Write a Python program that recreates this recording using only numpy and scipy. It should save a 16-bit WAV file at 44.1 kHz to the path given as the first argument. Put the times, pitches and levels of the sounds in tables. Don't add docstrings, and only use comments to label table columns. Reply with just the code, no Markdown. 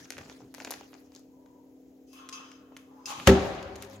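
import sys
import numpy as np
from scipy import signal
from scipy.fft import rfft, irfft, next_fast_len
from scipy.io import wavfile

SR = 44100
rng = np.random.default_rng(int(sys.argv[2]) if len(sys.argv) > 2 else 0)


def transcribe(u):
    v = np.clip(np.atleast_2d(u).T, -1, 1)
    q = np.round(v * 32767).astype(np.int16)
    wavfile.write(sys.argv[1], SR, q)


N = 176400
T = np.arange(N) / SR

# (relative, per Hz)
ROOM_TONE_COLOUR = [(25, 3), (64, -2.5), (130, -4), (200, -1.5), (280, -1), (400, 2.5), (500, -2),
                    (730, -7), (960, -23.5), (1190, -25), (2500, -26), (4900, -30), (5700, -26),
                    (7200, -27.5), (9000, -45), (12000, -29), (15000, -31), (18000, -48)]
ROOM_TONE_DB = -60.5
# pitch_hz, likeness (0 unrelated, 1 the same)
LIKENESS = [(60, 0.93), (120, 0.57), (200, 0.6), (400, 0.93), (700, 0.24), (1300, 0), (4400, 0.024),
            (8000, 0.7), (15000, 1)]
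# pitch_hz, left_over_right_db
LEAN = [(60, 3.5), (240, 1.5), (950, 2.5), (3770, 2.0), (15000, 2.5)]
# pitch_hz, level_db
HUM = [(199.5, -77), (263, -56.5), (300, -62), (399, -75.5), (485, -70)]
HUM_WAVER_DB = 1.1
# time_s, level_db
HANDLING = [(0.0, -53.5), (0.118, -79), (0.182, -50), (0.378, -68), (0.432, -51.5), (0.492, -62.5),
            (1.1, -75)]
# time_s, level_db
RUSTLE = [
    [(0, -51), (.08, -61), (.15, -57), (.25, -57.5), (.34, -59), (.45, -65), (.53, -74.5), (.57, -56.5),
     (.73, -55.5), (.8, -56.5), (.9, -64), (1.05, -66.5), (1.11, -73), (1.16, -60), (1.22, -73), (1.3, -93)],
    [(3.4, -52), (3.46, -48.5), (3.6, -62), (3.75, -72), (3.83, -46), (3.88, -60.5), (3.94, -48), (4, -59)],
]
# (relative, per Hz)
RUSTLE_COLOUR = [(150, -14), (250, -2.5), (452, -4.5), (493, -20), (1450, -9.5), (4120, -14), (6140, -11.5),
                 (8120, -21.5), (11500, -23), (16000, -30)]
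GRAINS_PER_S, GRAIN_SPREAD_DB = 1500, 1.5
# start_s, upper_mid_peak_db, then bass_db, mid_db, treble_db (against the
# upper mids), pan_db (left over right), length (multiplies the band t60)
SNAPS = [(0.055, -44.5, -8, 1, -26, 4, 0.99), (0.1045, -22, -18, -8.5, -4, 7.5, 0.74),
         (.1098, -41, -7, -5, -14, 4, .8), (0.122, -35.5, -12, -2.5, -5, -10, 1),
         (0.1378, -51, -6, 12, -21, 6, 0.74), (0.1687, -47.5, -4, 12.5, -15, -4, 0.98),
         (0.1814, -35, -3, 2, -5, 9.5, 0.99), (0.1868, -40.5, -9, 3, -21, -9, 1),
         (0.2102, -49, 2, 5, -12, -2, 1), (0.2128, -44.5, 2, 2, -6, 3, 0.94),
         (0.233, -50, 6, 0, -16, 1, 0.71), (0.259, -50, 2, 4, -24, 0.5, 0.79),
         (0.282, -55, 12.5, -8, -14, 0, 0.68), (0.2978, -36.5, -4, -1.5, -22, -3, 0.98),
         (0.317, -47, 7.5, -10, -18, 3, 0.83), (0.4047, -58, 15.5, -1, -14, 6, 1),
         (0.4184, -59, 10.5, 3, -33, 6, 0.88), (0.5414, -39, -3.5, -3, 5.5, -5, 0.95),
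         (0.5474, -36, -14, -8, -4.5, 18, 0.8), (0.582, -41.5, 4, -1, -23, 3, 1),
         (0.6017, -35, -8, 4.5, -15, 5.5, 1), (0.6109, -41, 3, -11, -10, 4, 1),
         (0.6206, -39, -6, -3, -14, -7, 0.8), (0.648, -24.5, -16, -6.5, -8.5, 2.5, 1),
         (0.6524, -35, -6, -12, -13, 4, 0.8), (0.6712, -47, 8, 8, -12, -2.5, 0.7),
         (0.674, -43, 9, 10, -12, 5, .8), (0.678, -48, 4, 7.5, -14, 3, 0.63),
         (0.698, -50, -2, 10, -15, 9, .8), (0.7072, -24.5, -4.5, -12, 3, 1.5, 0.81),
         (0.712, -29, -22, -25, 4, 19, 0.99), (0.7198, -30, -3, -4.5, -20, -3, 0.78),
         (0.7235, -38, -14, -0.5, -17, 13, 1), (0.7262, -44, -3, 0, -12, 7, .9),
         (0.7385, -29.5, -14, -2.5, -13, 2, 0.99), (0.7544, -49, 1, -17, -19, -4, 0.87),
         (0.8098, -41.5, 5, -2, -23, 2, 0.81), (0.9312, -52, 10, 6.5, -34, -3, 0.97),
         (0.9409, -41, -8, -6, -33, 8, 0.88), (0.9504, -52, 5, 2, -23, 10, 0.94),
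         (1.1201, -48.5, -4, -11, -14, 6, 1), (1.1506, -34.5, -23, -29, -7, 0, 0.49),
         (1.1619, -35.5, -16, -43, -22, 8, 1), (1.1938, -50, -4, -26, 2, 7, 1),
         (3.5499, -39, 6, -3, -8, 7, 1), (3.6282, -31.5, -3, -1, -7.5, 4, 1),
         (3.7567, -32, -19, -3.5, -8, -2, 0.98), (3.7609, -35.5, -15, -23, -3.5, 19, 0.83),
         (3.8242, -27.5, -18, -4, 4.5, 7.5, 1), (3.8338, -46.5, -8, 13.5, -10, 1, 1),
         (3.899, -46, -16, -2, 7, 10, 0.8)]
# low_hz, high_hz, t60_s (at length 1)
SNAP_BANDS = [(3500, 7800, 0.029), (227, 1105, 0.044), (1170, 3120, 0.035), (8400, 14200, 0.022)]
FIRST_INSTANT = 9
RIGHT_LAG_SAMPLES = 1
# time_s, level_db
SWELL = [(1.2, -98), (1.35, -70.5), (1.6, -67), (1.8, -84), (1.9, -110)]
CLICKS = [(1.4604, -54.5, -2, -1.5, -13, 4, 0.95), (2.1312, -48, -12, -23, -3, 20, 1),
          (2.2894, -26.5, -32, -6, -14, 1, 0.66), (2.2942, -32.5, -20, -25, -10, 15, 0.78),
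          (2.3986, -50, 8.5, -10, -25, 10, 0.55), (2.5168, -38.5, -19, -3, -39, 4, 0.73),
          (2.7208, -69.5, 28, 13, -12, 6, 0.64), (2.7663, -37, -14, 4, -6, 1.5, 0.94),
          (2.7718, -46.5, -15, -24, -1, 23, 0.9), (3.1036, -33, 1.5, 0, -14, 5, 0.9),
          (3.137, -52, 6, 2, -14, 2, 1), (3.1995, -40.5, -13, 14.5, 1, -1, 0.88),
          (3.2725, -15, 0, 6, -2, 14, 0.75), (3.2735, -5.5, -11, 3.5, -5, 5, .8),
          (3.2775, -12, 4, -17, -5, 1, 0.92), (3.2815, -21, 0, 8, -10, 1, 0.64),
          (3.2905, -22, 1, -8, -14, 3, 1), (3.2985, -17.5, -3, 6, -10, 0, 0.9)]
# low_hz, high_hz, t60_s (at length 1)
CLICK_BANDS = [(2570, 8800, 0.029), (204, 1240, 0.021), (1000, 3700, 0.042), (7600, 13200, 0.02)]
# time_s, groan_db, low_rings_db, mid_rings_db, high_rings_db, hiss_db
RUB = [
    [(2.07, -92, -89, -80, -71.5, -79), (2.125, -92, -84, -71, -65, -76),
     (2.135, -82, -65, -60.5, -63.5, -62), (2.2, -83, -53.5, -57.5, -63.5, -70),
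     (2.28, -86, -58, -60.5, -71, -85), (2.323, -78, -58, -78, -89, -80),
     (2.327, -78, -54, -45.5, -40, -70), (2.37, -84, -51.5, -51, -53.5, -66),
     (2.44, -85, -52.5, -57, -61, -97), (2.56, -84, -60, -62.5, -69, -101),
     (2.7, -88, -65.5, -78.5, -91, -101), (2.8, -93, -65, -69.5, -71.5, -73),
     (2.92, -61, -76, -79, -84, -91), (2.96, -63, -71, -85, -81, -95), (3.055, -59.5, -72, -80, -70, -88),
     (3.058, -78, -80, -58, -36, -50), (3.075, -46.5, -46, -48, -42, -58),
     (3.11, -36.5, -63, -45.5, -43.5, -51.5), (3.15, -44.5, -62, -48, -50.5, -67.5),
     (3.21, -47, -69, -50, -54.5, -62), (3.258, -61, -50, -51.5, -54.5, -68),
     (3.272, -43, -40, -34, -35, -48)],
]
# pitch_hz, width_hz, level_db (relative)
GROAN = [(840, 40, 1), (992, 30, 1), (1075, 50, 0), (1190, 60, -3)]
LOW_RINGS = [(1075, 22, 3), (1222, 30, 0), (1338, 37, -3)]
MID_RINGS = [(2613, 63, 2), (3060, 75, -1), (3346, 54, -2)]
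HIGH_RINGS = [(5050, 91, -1.5), (5810, 29, 0), (6220, 43, 1), (6480, 35, -6), (6600, 75, -22)]
RING_FLICKER_DB = 3
GROAN_BED_DB = -10
# time_s, level_db (against the rings)
RATTLE = [(2.07, -5), (3.07, -5), (3.09, 8), (3.272, 8)]
# time_s, level_db
RUMBLE = [(3.05, -62), (3.1, -60), (3.18, -52), (3.22, -49), (3.26, -55), (3.272, -35)]
# start_s, level_db
STRIKES = [(2.131, -55.5), (2.178, -61), (2.326, -44), (3.0575, -34)]
# pitch_hz, level_db (relative), t60_s
PING = [(5040, 0.5, 0.049), (6150, -7.5, .08), (6570, -15, 0.045), (2690, -9.5, 0.16), (3210, -16, 0.043)]
SLAM_S = 3.272
THUD_S = 3.2745
# pitch_hz, level_db (before softening), t60_s
THUD = [(73.2, -4.5, 0.24), (106.4, -7.5, 0.15), (138.5, -14, 0.17)]
# start_s, level_db, softness_hz
BLOWS = [(3.2765, -14.5, 1500), (3.281, -7, 780), (3.290, -4, 905), (3.313, -14.5, 600), (3.323, -36, 615)]
# pitch_hz, level_db (relative, before softening), t60_s
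JAW_MODES = [(192, -7.5, 0.21), (246.2, -10.5, 0.31), (315, -10, 0.15), (388, -4, 0.28), (519.6, -4, 0.098),
             (543.4, -3.5, 0.072), (625, -20, 0.069), (777, -27.5, 1), (847, -17.5, 0.26), (900, -21, 0.16),
             (1311, -20, 0.26), (1715, -8.5, 0.062), (1887, -7.5, 0.048), (2655, -18, 0.15)]
# (relative, per Hz)
CRASH = [(40, -27), (100, 5.5), (270, -5), (540, -1.5), (800, -7.5), (1400, -11), (2000, -4), (3300, -13),
         (6650, -17), (8200, -23), (16000, -31)]
# pitch_hz, t60_s
CRASH_T60 = [(50, 0.17), (300, 0.32), (600, 0.078), (1200, 0.09), (4000, 0.12), (12000, 0.11)]
CRASH_DB, SLAM_ATTACK_S = -6, 0.0017
GRIT_PER_S, GRIT_DB = 1500, 1.5
# (relative, per Hz)
TAIL = [(24, -46), (40, -9), (69, -2.5), (226, -11.5), (392, 4), (433, -35), (529, -4), (697, -7.5),
        (751, -11), (6650, -26.5), (9000, -36), (16000, -46)]
# pitch_hz, t60_s
TAIL_T60 = [(50, 1.66), (300, 0.84), (1000, 1.61), (4000, 1.19), (12000, 0.31)]
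TAIL_DB = -19.5
# pitch_hz, likeness (0 unrelated, 1 the same)
SLAM_LIKENESS = [(60, 1), (290, 1), (640, 0.85), (1400, 0.093), (3100, 0.062), (15000, .05)]
# pitch_hz, width_hz, level_db (relative)
PANEL_RINGS = [(390, 13, 5.5), (544, 19.6, 3), (746, 12, 0), (311, 22, -3), (187, 12, -2.5),
               (248.5, 14, -4)]
PANEL_DB, PANEL_T60_S, PANEL_BED_DB = -20.5, 1.235, -10
# pitch_hz, level_db
HEATER = [(101, -52.5), (199.5, -53), (402, -59)]
HEATER_WAVER_DB = 2
ROOM_T60_S, ROOM_DB, WALL_CUT_HZ = 0.39, -15.5, 10000
MIC_LOW_CUT_HZ, CUTOFF_HZ = 58, 16900
# low_hz, high_hz, share
MIC_LIFT = (6070, 7370, 0.44)
MIC_DIP = (6150, 10500, 0.25)
GAIN_KNEE_DB, GAIN_SHARE = -22, 0.27
GAIN_BACK_DB_PER_S = 4


def amp(db):
    return 10 ** (np.asarray(db) / 20)


def rms_one(x):
    return x / np.sqrt(np.mean(x ** 2) + 1e-20)


def in_time(curves):
    time_s, *columns = np.transpose([row for curve in curves for row in curve])
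    return [np.interp(T, time_s, column, left=-120) for column in columns]


def at_hz(points, hz):
    table = np.array(points)
    return np.interp(np.log(hz), np.log(table[:, 0]), table[:, 1])


def drift(rate_hz):
    r = np.exp(-80 * np.pi * rate_hz / SR)
    noise = rng.standard_normal(N // 40 + 2002)
    slow = signal.lfilter([1], [1, -2 * r, r * r], noise)[2000:]
    return np.interp(np.arange(N) / 40, np.arange(len(slow)), rms_one(slow))


def band(x, low_hz, high_hz):
    limits = [low_hz, min(high_hz, .45 * SR)]
    return signal.sosfilt(signal.butter(2, limits, "band", fs=SR, output="sos"), x + 1e-18)


def left_over_right(db):
    return amp(db * np.array([[.5], [-.5]]))


def stereo(pair, hz, likeness=LIKENESS):
    alike = np.clip(at_hz(likeness, hz), 0, 1)
    middle = np.sqrt(1 + alike) * pair[0]
    sides = np.sqrt(1 - alike) * pair[1] * [[1], [-1]]
    return left_over_right(at_hz(LEAN, hz)) * (middle + sides)


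def coloured(spectrum, patchy_db, white=None, t60=None):
    out, power = 0, 0
    edges = 25 * 2 ** (np.arange(30) / 3)
    white = rng.standard_normal((2, 2, N)) if white is None else white
    for k, (low, high) in enumerate(zip(edges, edges[1:])):
        hz = np.sqrt(low * high)
        level = amp(at_hz(spectrum, hz) + patchy_db * drift(21.3))
        likeness = SLAM_LIKENESS if t60 else LIKENESS
        part = level * stereo(band(white[k % 2], low, high), hz, likeness)
        power += np.mean(part ** 2)
        if t60:
            part = part * amp(-60 * np.maximum(T - SLAM_S, 0) / at_hz(t60, hz))
        out = out + part
    return out / np.sqrt(power)


def ticks(events, bands):
    size = 3000
    out = np.zeros((2, N))
    for start_s, db, *shares_db, pan_db, length in events:
        i = int(start_s * SR)
        burst = rng.standard_normal((4, 2, size))
        burst[:, :, 0] = FIRST_INSTANT
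        burst[:, 1] = .8 * burst[:, 0] + .6 * burst[:, 1]
        burst[:, 1] = np.pad(burst[:, 1], ((0, 0), (RIGHT_LAG_SAMPLES, 0)))[:, :size]
        for noise, (low, high, t60), share_db in zip(burst, bands, (0, *shares_db)):
            fading = noise * amp(-60 * T[:size] / (t60 * length))
            part = band(band(fading, low, high), low, high)
            part = part / np.abs(part).max() * amp(db + share_db) * left_over_right(pan_db)
            out[:, i:i + size] += part[:, :N - i]
    return out


def rings(peaks, low_hz, high_hz, bed_db):
    bed = rms_one(stereo(band(rng.standard_normal((2, N)), low_hz, high_hz), low_hz))
    sung = 0
    for hz, width_hz, db in peaks:
        r = np.exp(-np.pi * width_hz / SR)
        poles = [1, -2 * r * np.cos(2 * np.pi * hz / SR), r * r]
        ring = signal.lfilter([1, 0, -1], poles, rng.standard_normal((2, N)))
        level = amp(db + RING_FLICKER_DB * drift(6.4)) * np.sqrt(width_hz)
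        sung = sung + level * stereo(rms_one(ring), hz)
    return (amp(bed_db) * bed + rms_one(sung)) / np.hypot(1, amp(bed_db))


def struck(start_s, modes, soft_hz, strengths):
    t = np.maximum(T - start_s, 0)
    out = 0
    for (hz, db, t60), strength in zip(modes, strengths):
        softened = strength / np.hypot(1, hz / soft_hz)
        out = out + softened * amp(db - 60 * t / t60) * np.sin(2 * np.pi * hz * t)
    return out


def steady_tones(lines, waver_db):
    tones = 0
    for hz, db in lines:
        phase = rng.uniform(0, 7.2) + 0.049 * drift(8.0)
        level = np.sqrt(2) * amp(db + waver_db * drift(4.3))
        tones = tones + level * np.sin(2 * np.pi * hz * T + phase)
    return tones * left_over_right(1.2)


def room_tone():
    return amp(ROOM_TONE_DB) * coloured(ROOM_TONE_COLOUR, 1.2)


def faint_hum():
    return steady_tones(HUM, HUM_WAVER_DB)


def handling():
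    level_db, = in_time([HANDLING])
    thumps = rms_one(band(rng.standard_normal(N), 28, 330))
    return amp(level_db) * (T < HANDLING[-1][0]) * thumps


def rustle():
    sizes = amp(GRAIN_SPREAD_DB * np.minimum(rng.exponential(1, N), 5))
    sizes = sizes * (rng.random(N) < GRAINS_PER_S / SR)
    grains = rng.standard_normal((2, 2, N)) * (0.3 + sizes)
    level_db, = in_time(RUSTLE)
    between = (T > RUSTLE[0][-1][0]) & (T < RUSTLE[1][0][0])
    level_db = np.where(between, -120, level_db)
    return amp(level_db) * coloured(RUSTLE_COLOUR, 4.0, grains)


def bag_snaps():
    return ticks(SNAPS, SNAP_BANDS)


def swell():
    level_db, = in_time([SWELL])
    noise = band(rng.standard_normal((2, N)), 907, 1004)
    return amp(level_db) * rms_one(stereo(noise, 950))


def clicks():
    return ticks(CLICKS, CLICK_BANDS)


def linkage():
    groan_db, low_db, mid_db, high_db, hiss_db = in_time(RUB)
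    rattle_db, = in_time([RATTLE])
    hiss = band(rng.standard_normal((2, N)), 6300, 13800)
    out = amp(hiss_db) * rms_one(stereo(hiss, 10000))
    groups = [(groan_db, GROAN, GROAN_BED_DB), (low_db, LOW_RINGS, rattle_db),
              (mid_db, MID_RINGS, rattle_db), (high_db, HIGH_RINGS, rattle_db)]
    for db, peaks, bed_db in groups:
        hz = [peak[0] for peak in peaks]
        out = out + amp(db) * rings(peaks, 0.8 * min(hz), 1.18 * max(hz), bed_db)
    rumble_db, = in_time([RUMBLE])
    rumble = amp(rumble_db) * rms_one(band(rng.standard_normal(N), 50, 450))
    return (out + rumble) * (T < SLAM_S)


def pings():
    sides = []
    for _ in range(2):
        side = 0
        for start_s, db in STRIKES:
            side = side + amp(db) * struck(start_s, PING, 20000, rng.normal(1, .3, len(PING)))
        sides.append(side)
    left, right = sides
    return np.array([left, np.roll(right, RIGHT_LAG_SAMPLES)])


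def jaw_blows():
    out = struck(THUD_S, THUD, 1000, np.ones(len(THUD)))
    for start_s, db, soft_hz in BLOWS:
        signs = rng.choice([-1, 1], len(JAW_MODES))
        out = out + amp(db) * struck(start_s, JAW_MODES, soft_hz, signs)
    return out * left_over_right(1.2)


def crash():
    knocks = amp(GRIT_DB * np.minimum(rng.exponential(1, N), 4))
    knocks = knocks * (rng.random(N) < GRIT_PER_S / SR)
    clatter = .5 + signal.lfilter([1], [1, -.97], knocks)
    grit = rng.standard_normal((2, 2, N)) * clatter
    return amp(CRASH_DB) * coloured(CRASH, 0.47, grit, CRASH_T60)


def rattling_tail():
    tail = amp(TAIL_DB) * coloured(TAIL, 1.4, t60=TAIL_T60)
    panel_level = amp(PANEL_DB - 60 * np.maximum(T - SLAM_S, 0) / PANEL_T60_S)
    return tail + panel_level * rings(PANEL_RINGS, 180, 1120, PANEL_BED_DB)


def slam():
    onset = np.clip((T - SLAM_S) / SLAM_ATTACK_S, 0, 1)
    return jaw_blows() + onset * (crash() + rattling_tail())


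def heater_hum():
    return steady_tones(HEATER, HEATER_WAVER_DB) * (T > SLAM_S)


def room(x):
    size = next_fast_len(N + SR)
    hz = np.arange(size // 2 + 1) * SR / size
    out = []
    for channel in x:
        response = 0
        for k, lag_s in enumerate(rng.uniform(0.01, 0.032, 8)):
            wall = amp(-60 * lag_s / ROOM_T60_S) / (1 + 1j * hz / WALL_CUT_HZ)
            loop = wall * np.exp(-2j * np.pi * hz * lag_s)
            response = response + (-1) ** k * loop / (1 - loop)
        out.append(irfft(rfft(channel, size) * response, size)[:N])
    return amp(ROOM_DB) * np.array(out)


def scene():
    steady = room_tone() + faint_hum() + heater_hum()
    small = bag_snaps() + clicks() + pings()
    return steady + handling() + rustle() + small + room(small) + swell() + linkage() + slam()


def record(dry):
    low_cut = signal.butter(4, MIC_LOW_CUT_HZ, "high", fs=SR, output="sos")
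    dry = signal.sosfilt(low_cut, dry)
    lift = MIC_LIFT[2] * band(dry, *MIC_LIFT[:2])
    dip = MIC_DIP[2] * band(dry, *MIC_DIP[:2])
    heard = dry + lift - dip
    power = signal.lfilter([.005], [1, -.995], np.mean(heard ** 2, axis=0))
    level_db = 10 * np.log10(power + 1e-12)
    recovery_db = GAIN_BACK_DB_PER_S * T
    held_db = np.maximum.accumulate(level_db + recovery_db) - recovery_db
    ducked = heard * amp(-GAIN_SHARE * np.maximum(held_db - GAIN_KNEE_DB, 0))
    rounded = 1.05 * np.tanh(ducked / 1.05)
    return signal.sosfilt(signal.cheby2(16, 70, CUTOFF_HZ, fs=SR, output="sos"), rounded)


dry = scene()
out = record(dry)
transcribe(out)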